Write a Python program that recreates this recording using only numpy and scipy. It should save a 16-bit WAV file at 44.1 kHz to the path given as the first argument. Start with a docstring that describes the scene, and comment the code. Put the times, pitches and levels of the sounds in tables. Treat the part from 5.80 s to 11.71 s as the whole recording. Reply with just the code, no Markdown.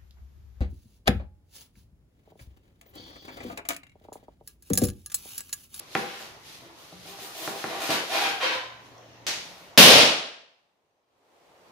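"""A large latex balloon is tapped, pushed under a seated body and rubbed until it bursts.
Each tap excites the modes of its membrane and enclosed air; stick-slip friction makes it rasp and squeak.
Cloth hisses, a hand slaps skin, and a bare tiled room reverberates over soft air noise and a faint hum.
The burst overloads the recorder, whose gain stays low for over a second; a dull noise lingers after it."""
import sys
import numpy as np
from scipy import signal
from scipy.fft import rfft, irfft
from scipy.io import wavfile
from scipy.ndimage import uniform_filter1d

SR = 44100
rng = np.random.default_rng(int(sys.argv[2]) if len(sys.argv) > 2 else 0)


def bounce(signal):
    """Save signal as a 16-bit WAV file at the path given by the first command-line argument."""
    frames = np.transpose(np.atleast_2d(signal))
    limited = np.clip(frames, -1, 1)
    pcm = np.round(limited * 32767).astype(np.int16)
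    wavfile.write(sys.argv[1], SR, pcm)


N = 260631

# Reverberation. Each row: frequency in Hz, time to decay by 60 dB in seconds.
ROOM_DECAY = [(60, 0.15), (200, 0.46), (600, 0.64), (2000, 0.63), (5000, 0.59), (9000, 0.49), (15000, .33)]
# Reflections from floor and walls. Each row: delay in ms, relative level in dB.
ECHOES = [(1.6, -7.5), (2.9, -3.5), (4.5, -14), (7.1, -10), (9.8, -18.5), (13, -11.5)]
# Likeness of the two channels in diffuse noise. Each row: frequency in Hz, correlation.
COHERENCE = [(30, 0.32), (100, 0.65), (300, 0.7), (600, 0.7), (900, 0.2), (1500, 0.), (15000, 0.)]
# Spectra of the sources. Each row: frequency in Hz, relative spectral density in dB.
AIR_SPECTRUM = [(15, -50.5), (25, -22.5), (59, -8), (119, -5), (209, -9.5), (305, -6), (1050, -7.5),
                (1620, -15), (1900, -12), (5270, -21), (6030, -19), (8330, -36), (15500, -34.5)]
DULL_SPECTRUM = [(120, -27.5), (300, -8.5), (550, -2), (900, -5), (1300, -13.5), (3000, -18), (15000, -33)]
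CLOTH_SPECTRUM = [(500, -15.5), (2000, 0), (4000, 4), (6500, -2), (8000, -9.5), (11000, -5.5), (15500, -15)]
SKIN_SPECTRUM = [(80, -30), (200, -12), (500, -5), (1200, -6.5), (2500, -2.5), (4500, -2), (6500, -4.5),
                 (8000, -13), (15500, -22)]
FRICTION_SPECTRUM = [(60, -56.5), (110, -35), (200, -12), (500, -7), (900, -7.5), (1500, -9), (3400, -11),
                     (6500, -19), (8000, -25), (15500, -26.5)]
BURST_SPECTRUM = [(25, -61.5), (50, -43.5), (90, -14.5), (190, -2), (320, -6), (600, -2.5), (900, -8.5),
                  (1300, -10), (2100, -8.5), (3000, -3.5), (4500, -6), (6600, -12.5), (8200, -20),
                  (9500, -15.5), (15500, -17.5)]
# Envelope of the dull noise. Each row: time in seconds, level in dB.
DULL_ENVELOPE = [(4.6, -69.5), (4.7, -48), (5.25, -51), (5.55, -44.5), (5.91, -51)]
# Cloth sliding on skin and rubber. Each row: time of full level in seconds, level in dB, hold in seconds.
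SLIDES = [(0., -53.5, .01), (0.177, -39.5, .01), (0.354, -48, 0.076), (0.678, -48, 0.071),
          (0.992, -54, 0.23), (1.271, -47, 0.027), (1.406, -44.5, 0.028), (1.556, -44, .04),
          (1.657, -39, 0.016), (1.795, -42, 0.29), (2.075, -36, 0.072), (2.338, -32.5, 0.082),
          (2.63, -45, .03), (3.058, -61, .02), (3.628, -53.5, 0.088)]
# Modes of the balloon. Each row: frequency in Hz, relative level in dB, 60 dB decay time in seconds.
BALLOON_MODES = [(178, -5, 0.19), (226, -5.5, 0.15), (368, -5, 0.12), (404, -2.5, 0.09), (495, 0, 0.1),
                 (792.3, 2.5, 0.12), (974, -7, .1), (1173, -4, .08), (1330, -11.5, 0.062),
                 (2368, -14.5, .06)]
# Taps on the balloon. Each row: time in seconds, level in dB, lowest mode's gain in dB,
# frequency of the membrane's swing in Hz.
TAPS = [(.1526, -8.5, -7.5, 1450), (0.342, -35, -7, 900), (.408, -33.5, -12, 694), (1.124, -37.5, 12, 397),
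        (1.255, -40, 11, 400), (1.388, -34, -3, 590), (1.64, -43, 13, 400), (1.677, -18.5, -6, 910),
        (1.842, -16.5, -11, 1100), (2.093, -19, 2, 338), (2.115, -20.5, -9, 347), (3.551, -50.5, 16, 300),
        (3.68, -50.5, 16, 300), (3.808, -41.5, 6, 700)]
# Strokes over the rubber. Each row: start in seconds, level in dB, length in seconds, bass gain in dB,
# treble gain in dB, nominal slip rate in Hz (zero or less: no regular slips).
STROKES = [(0.181, -52.5, 0.23, -5.5, -6, -5), (0.362, -55, 0.12, -2.5, 4, 0),
           (0.779, -66, 0.16, 2, 4, 339.5), (0.976, -64, 0.075, -5, 19, 344.5),
           (1.248, -55, 0.12, 3.5, 13, 400.5), (1.387, -50, 0.12, 3, 15, 412),
           (1.542, -45, 0.19, 6.5, 14, 0.5), (1.662, -52.5, 0.22, 6.5, 8, 401),
           (1.85, -44.5, 0.17, 5.5, -24, -1), (1.995, -39.5, 0.067, 2, 4.5, -1.5),
           (2.082, -33, 0.076, -2.5, -1.5, 0), (2.292, -35, 0.13, -1, -14, 815),
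           (2.4, -34.5, 0.092, -4.5, -8.5, 804), (2.598, -33, 0.085, -8.5, -16, 521.5),
           (2.7, -39.5, 0.05, -4.5, -10, 1039), (3.032, -69.5, 0.07, 5, -8, 299),
           (3.699, -63, 0.24, 2, 5, 3.5)]


def gain_of(db):
    """Amplitude grows tenfold for every 20 dB."""
    return 10 ** (np.asarray(db) / 20)


def unit_rms(x):
    """Normalisation to a mean power of one."""
    return x / np.sqrt(np.mean(x ** 2) + 1e-20)


def curve_at(points, hz):
    """Interpolation on a logarithmic frequency axis."""
    knots_hz, values = np.transpose(points)
    return np.interp(np.log(hz + 1), np.log(knots_hz + 1), values)


def add(mix, start_s, sound):
    """Superposition: a sound adds to the mix from its start time."""
    part = mix[round(start_s * SR):][:len(sound)]
    part += sound[:len(part)]


def pulse(spectrum, bass_db=0., treble_db=0.):
    """Minimum phase gives the most compact causal pulse of a shelved spectrum; its energy is one."""
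    hz = np.fft.rfftfreq(4096, 1 / SR)
    db = curve_at(spectrum, hz)
    db += bass_db / (1 + (hz / 1100) ** 4) + treble_db / (1 + (6500 / (hz + 1)) ** 4)
    log_gain = np.log(gain_of(np.maximum(db - db.max(), -90)))
    mirrored = np.r_[log_gain, log_gain[-2:0:-1]]
    response = np.fft.ifft(np.exp(np.conj(signal.hilbert(mirrored)))).real[:2048]
    return response / np.linalg.norm(response)


def crack(start_s, db, spectrum, spread_ms):
    """Dispersion: a pressure front whose treble arrives a little after its bass."""
    hz = np.fft.rfftfreq(4096, 1 / SR)
    dispersion = np.exp(-2j * np.pi * spread_ms / 1000 * hz ** 2 / SR)
    out = np.zeros(N)
    add(out, start_s, gain_of(db) * irfft(rfft(pulse(spectrum), 4096) * dispersion))
    return out


def diffuse_noise(length, magnitude, size):
    """A diffuse field is alike at two points only in the bass; magnitude(Hz, s) shapes the noise."""
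    frames, hz = 4 * length // size + 5, np.fft.rfftfreq(size, 1 / SR)
    a, b, c, d = rng.standard_normal((frames, len(hz), 4)).T
    coherence = curve_at(COHERENCE, hz)[:, None]
    left = a + 1j * b
    right = coherence * left + np.sqrt(1 - coherence ** 2) * (c + 1j * d)
    spectra = np.array([left, right]) * magnitude(hz[:, None], np.arange(frames) * size / 4 / SR)
    return signal.istft(spectra, nperseg=size, noverlap=3 * size // 4)[1][:, :length]


def room(x, tail_db, echo_db):
    """Reverberation: direct sound, early reflections and an exponential tail, longest in the midrange."""
    tail = diffuse_noise(SR, lambda hz, s: gain_of(-60 * s / curve_at(ROOM_DECAY, hz)), size=256)
    tail *= 1 - np.exp(-np.arange(SR) / (0.005 * SR))  # the tail takes some milliseconds to fill
    response = gain_of(tail_db) * tail / np.linalg.norm(tail[0])
    response[:, 0] += 1
    for ms, db in ECHOES:
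        delays = (ms * SR / 1000 * rng.uniform(.93, 1.07, 2)).astype(int)
        response[[0, 1], delays] += gain_of(db + echo_db)
    return signal.fftconvolve(x[None], response, axes=1)[:, :N]


def room_tone():
    """Spectral modulation: soft air noise swells and sinks in patches of frequency and time."""
    patches = uniform_filter1d(rng.standard_normal((513, N // 256 + 9)), 10, axis=0)
    drift_db = 2.2 * unit_rms(uniform_filter1d(patches, 14, axis=1))
    air = diffuse_noise(N, lambda hz, s: gain_of(curve_at(AIR_SPECTRUM, hz) + drift_db[:, :len(s)]), 1024)
    return gain_of(-53.5) * unit_rms(air)


def hum(start_s=2.6, end_s=3.65, fade_s=.11):
    """A faint pure tone glides upward; its phase is the integral of its frequency."""
    t = np.arange(N) / SR
    fade = np.clip(np.minimum(t - start_s, end_s - t) / fade_s, 0, 1)
    hz = np.interp(t, (start_s, end_s), (115.5, 119.5))
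    db = np.interp(t, (start_s, end_s), (-65, -62))
    return np.sqrt(2) * fade * gain_of(db) * np.sin(2 * np.pi * np.cumsum(hz) / SR)


def rustle(envelope, spectrum):
    """Amplitude modulation: diffuse noise flickers finely and follows an envelope."""
    def flickering(hz, s):
        return gain_of(curve_at(spectrum, hz) + rng.standard_normal(len(s)))
    return unit_rms(diffuse_noise(N, flickering, size=256)) * envelope


def dull_noise():
    """Band-limited noise, strongest in the low midrange, lingers after the burst."""
    times, db = np.transpose(DULL_ENVELOPE)
    return rustle(gain_of(np.interp(np.arange(N) / SR, times, db, left=-120)), DULL_SPECTRUM)


def cloth(swell_db_per_s=180, fade_db_per_s=93.5):
    """Sliding friction: each hiss swells, holds and fades; being incoherent, the slides add in power."""
    t = np.arange(0, N, 64) / SR
    peak_s, peak_db, hold_s = np.transpose(SLIDES)[:, :, None]
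    db = peak_db - swell_db_per_s * np.maximum(peak_s - t, 0)
    db -= fade_db_per_s * np.maximum(t - peak_s - hold_s, 0)
    envelope = np.linalg.norm(gain_of(db), axis=0)
    return rustle(np.interp(np.arange(N) / SR, t, envelope), CLOTH_SPECTRUM)


def tick(start_s=3.181, hz=6000, db=-47, t60=.012):
    """A damped oscillation, high and brief, is heard as one small tick."""
    t = np.arange(SR // 20) / SR
    out = np.zeros(N)
    add(out, start_s, gain_of(db - 60 * t / t60) * np.sin(2 * np.pi * hz * t))
    return out


def slap():
    """Impact: a hand meeting skin radiates one bright pressure pulse."""
    return crack(start_s=3.4668, db=-7.5, spectrum=SKIN_SPECTRUM, spread_ms=1.3)


def balloon_ring(lowest_db=0.):
    """Normal modes of the membrane and enclosed air decay freely; a broad contact favours the lowest."""
    t = np.arange(SR // 2) / SR
    modes = [gain_of(db - 60 * t / t60) * np.sin(2 * np.pi * hz * t) for hz, db, t60 in BALLOON_MODES]
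    return (gain_of(lowest_db) * modes[0] + sum(modes[1:])) / abs(sum(modes)).max()


def balloon_taps():
    """Impulse excitation: a faint first touch, one swing of the membrane in and out, then free ringing."""
    out = np.zeros(N)
    for time_s, db, lowest_db, swing_hz in TAPS:
        phase = np.arange(-60, 200) * 2 * np.pi * swing_hz / SR
        swing = -phase * np.exp(.5 - phase ** 2 / 2)
        ring_db = -.5 - 2 * np.log2(swing_hz / 400.3)  # a slow, soft swing leaves more ring
        add(out, time_s - .0013, gain_of(db - 5.5) * pulse(SKIN_SPECTRUM))
        add(out, time_s - 60 / SR, gain_of(db) * swing)
        add(out, time_s, gain_of(db + ring_db) * balloon_ring(lowest_db))
    return out


def balloon_strokes(squeak_share=.1, rate_wobble=.018):
    """Stick-slip friction drives the modes: near-periodic slips squeak, scattered ones rasp."""
    out = np.zeros(N)
    ring = balloon_ring()
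    ring /= np.linalg.norm(ring)
    for start_s, db, length_s, bass_db, treble_db, slip_hz in STROKES:
        count = round(length_s * SR)
        wobble = unit_rms(uniform_filter1d(rng.standard_normal(count), 300))
        speed = 1 - .3 * np.exp(-np.arange(count) / (.012 * SR))  # slips quicken as the hand gets moving
        cycles = np.cumsum(slip_hz * (speed + rate_wobble * wobble)) / SR
        slips = sum(np.cos(2 * np.pi * k * cycles) / k ** 0.66 for k in range(1, 9))
        grit = rng.standard_normal(count) * gain_of(3 * rng.exponential(1, count))
        share = squeak_share if slip_hz > 0 else 0
        friction = np.sqrt(share) * unit_rms(slips) + np.sqrt(1 - share) * unit_rms(grit)
        pressure = np.sin(np.pi * np.linspace(0, 1, count) ** 0.7) ** 1.3 * gain_of(2 * wobble)
        force = gain_of(db) * friction * pressure
        rasp = signal.oaconvolve(force, pulse(FRICTION_SPECTRUM, bass_db, treble_db))
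        boom = signal.oaconvolve(force, ring) * gain_of(bass_db - 18)
        add(out, start_s, rasp)
        add(out, start_s, boom)
    return out


def balloon_burst():
    """Sudden release of pressure: the tearing balloon sends out one steep broadband front."""
    return crack(start_s=3.976, db=46, spectrum=BURST_SPECTRUM, spread_ms=1.5)


def scene():
    """Superposition: the balloon and the slap excite the room, and the diffuse noises add to them."""
    bass_loss = signal.butter(4, 135, "high", fs=SR, output="sos")  # a small body radiates no deep bass
    tapped, rubbed = signal.sosfilt(bass_loss, [balloon_taps() + tick(), balloon_strokes()])
    events = room(tapped, tail_db=-1.5, echo_db=-5)
    events += room(rubbed, tail_db=8.3, echo_db=0)
    events += room(slap(), tail_db=13.08, echo_db=0.64)
    events += room(balloon_burst(), tail_db=23, echo_db=5)  # the seated body shields the direct bang
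    balance = gain_of([[.3], [-.3]])
    return events * balance + cloth() + dull_noise() + room_tone() + hum()


def record(dry):
    """Compression: gain control drops, holds and recovers; a limiter and soft clipping catch the rest."""
    cut_db, hold_s, recovery_db_per_s = 27, .9, 30  # slow gain control
    threshold_db, attack_s, release_db_per_s = -12.5, .0003, 150  # quick limiter
    t = np.arange(N) / SR
    power_db = 10 * np.log10(abs(uniform_filter1d((dry ** 2).mean(0), 256)) + 1e-12)
    last_overload_s = np.maximum.accumulate(np.where(power_db > 0, t, -10))
    slow_db = np.clip(cut_db - recovery_db_per_s * (t - last_overload_s - hold_s), 0, cut_db)
    release_db = release_db_per_s * t
    held_db = np.maximum.accumulate(power_db - slow_db + release_db) - release_db
    quick_db = 0.73 * np.maximum(held_db - threshold_db, 0)
    lag = np.exp(-1 / (attack_s * SR))
    compressed = dry / gain_of(signal.lfilter([1 - lag], [1, -lag], slow_db + quick_db))
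    clipped = compressed / (0.5 + abs(compressed) ** 6) ** (1 / 6)
    bass_cut = signal.butter(2, 38, "high", fs=SR, output="sos")
    treble_cut = signal.firwin(511, 15612, window=("kaiser", 9), fs=SR)
    return signal.oaconvolve(signal.sosfilt(bass_cut, clipped), treble_cut[None], "same")


dry = scene()
out = record(dry)
bounce(out)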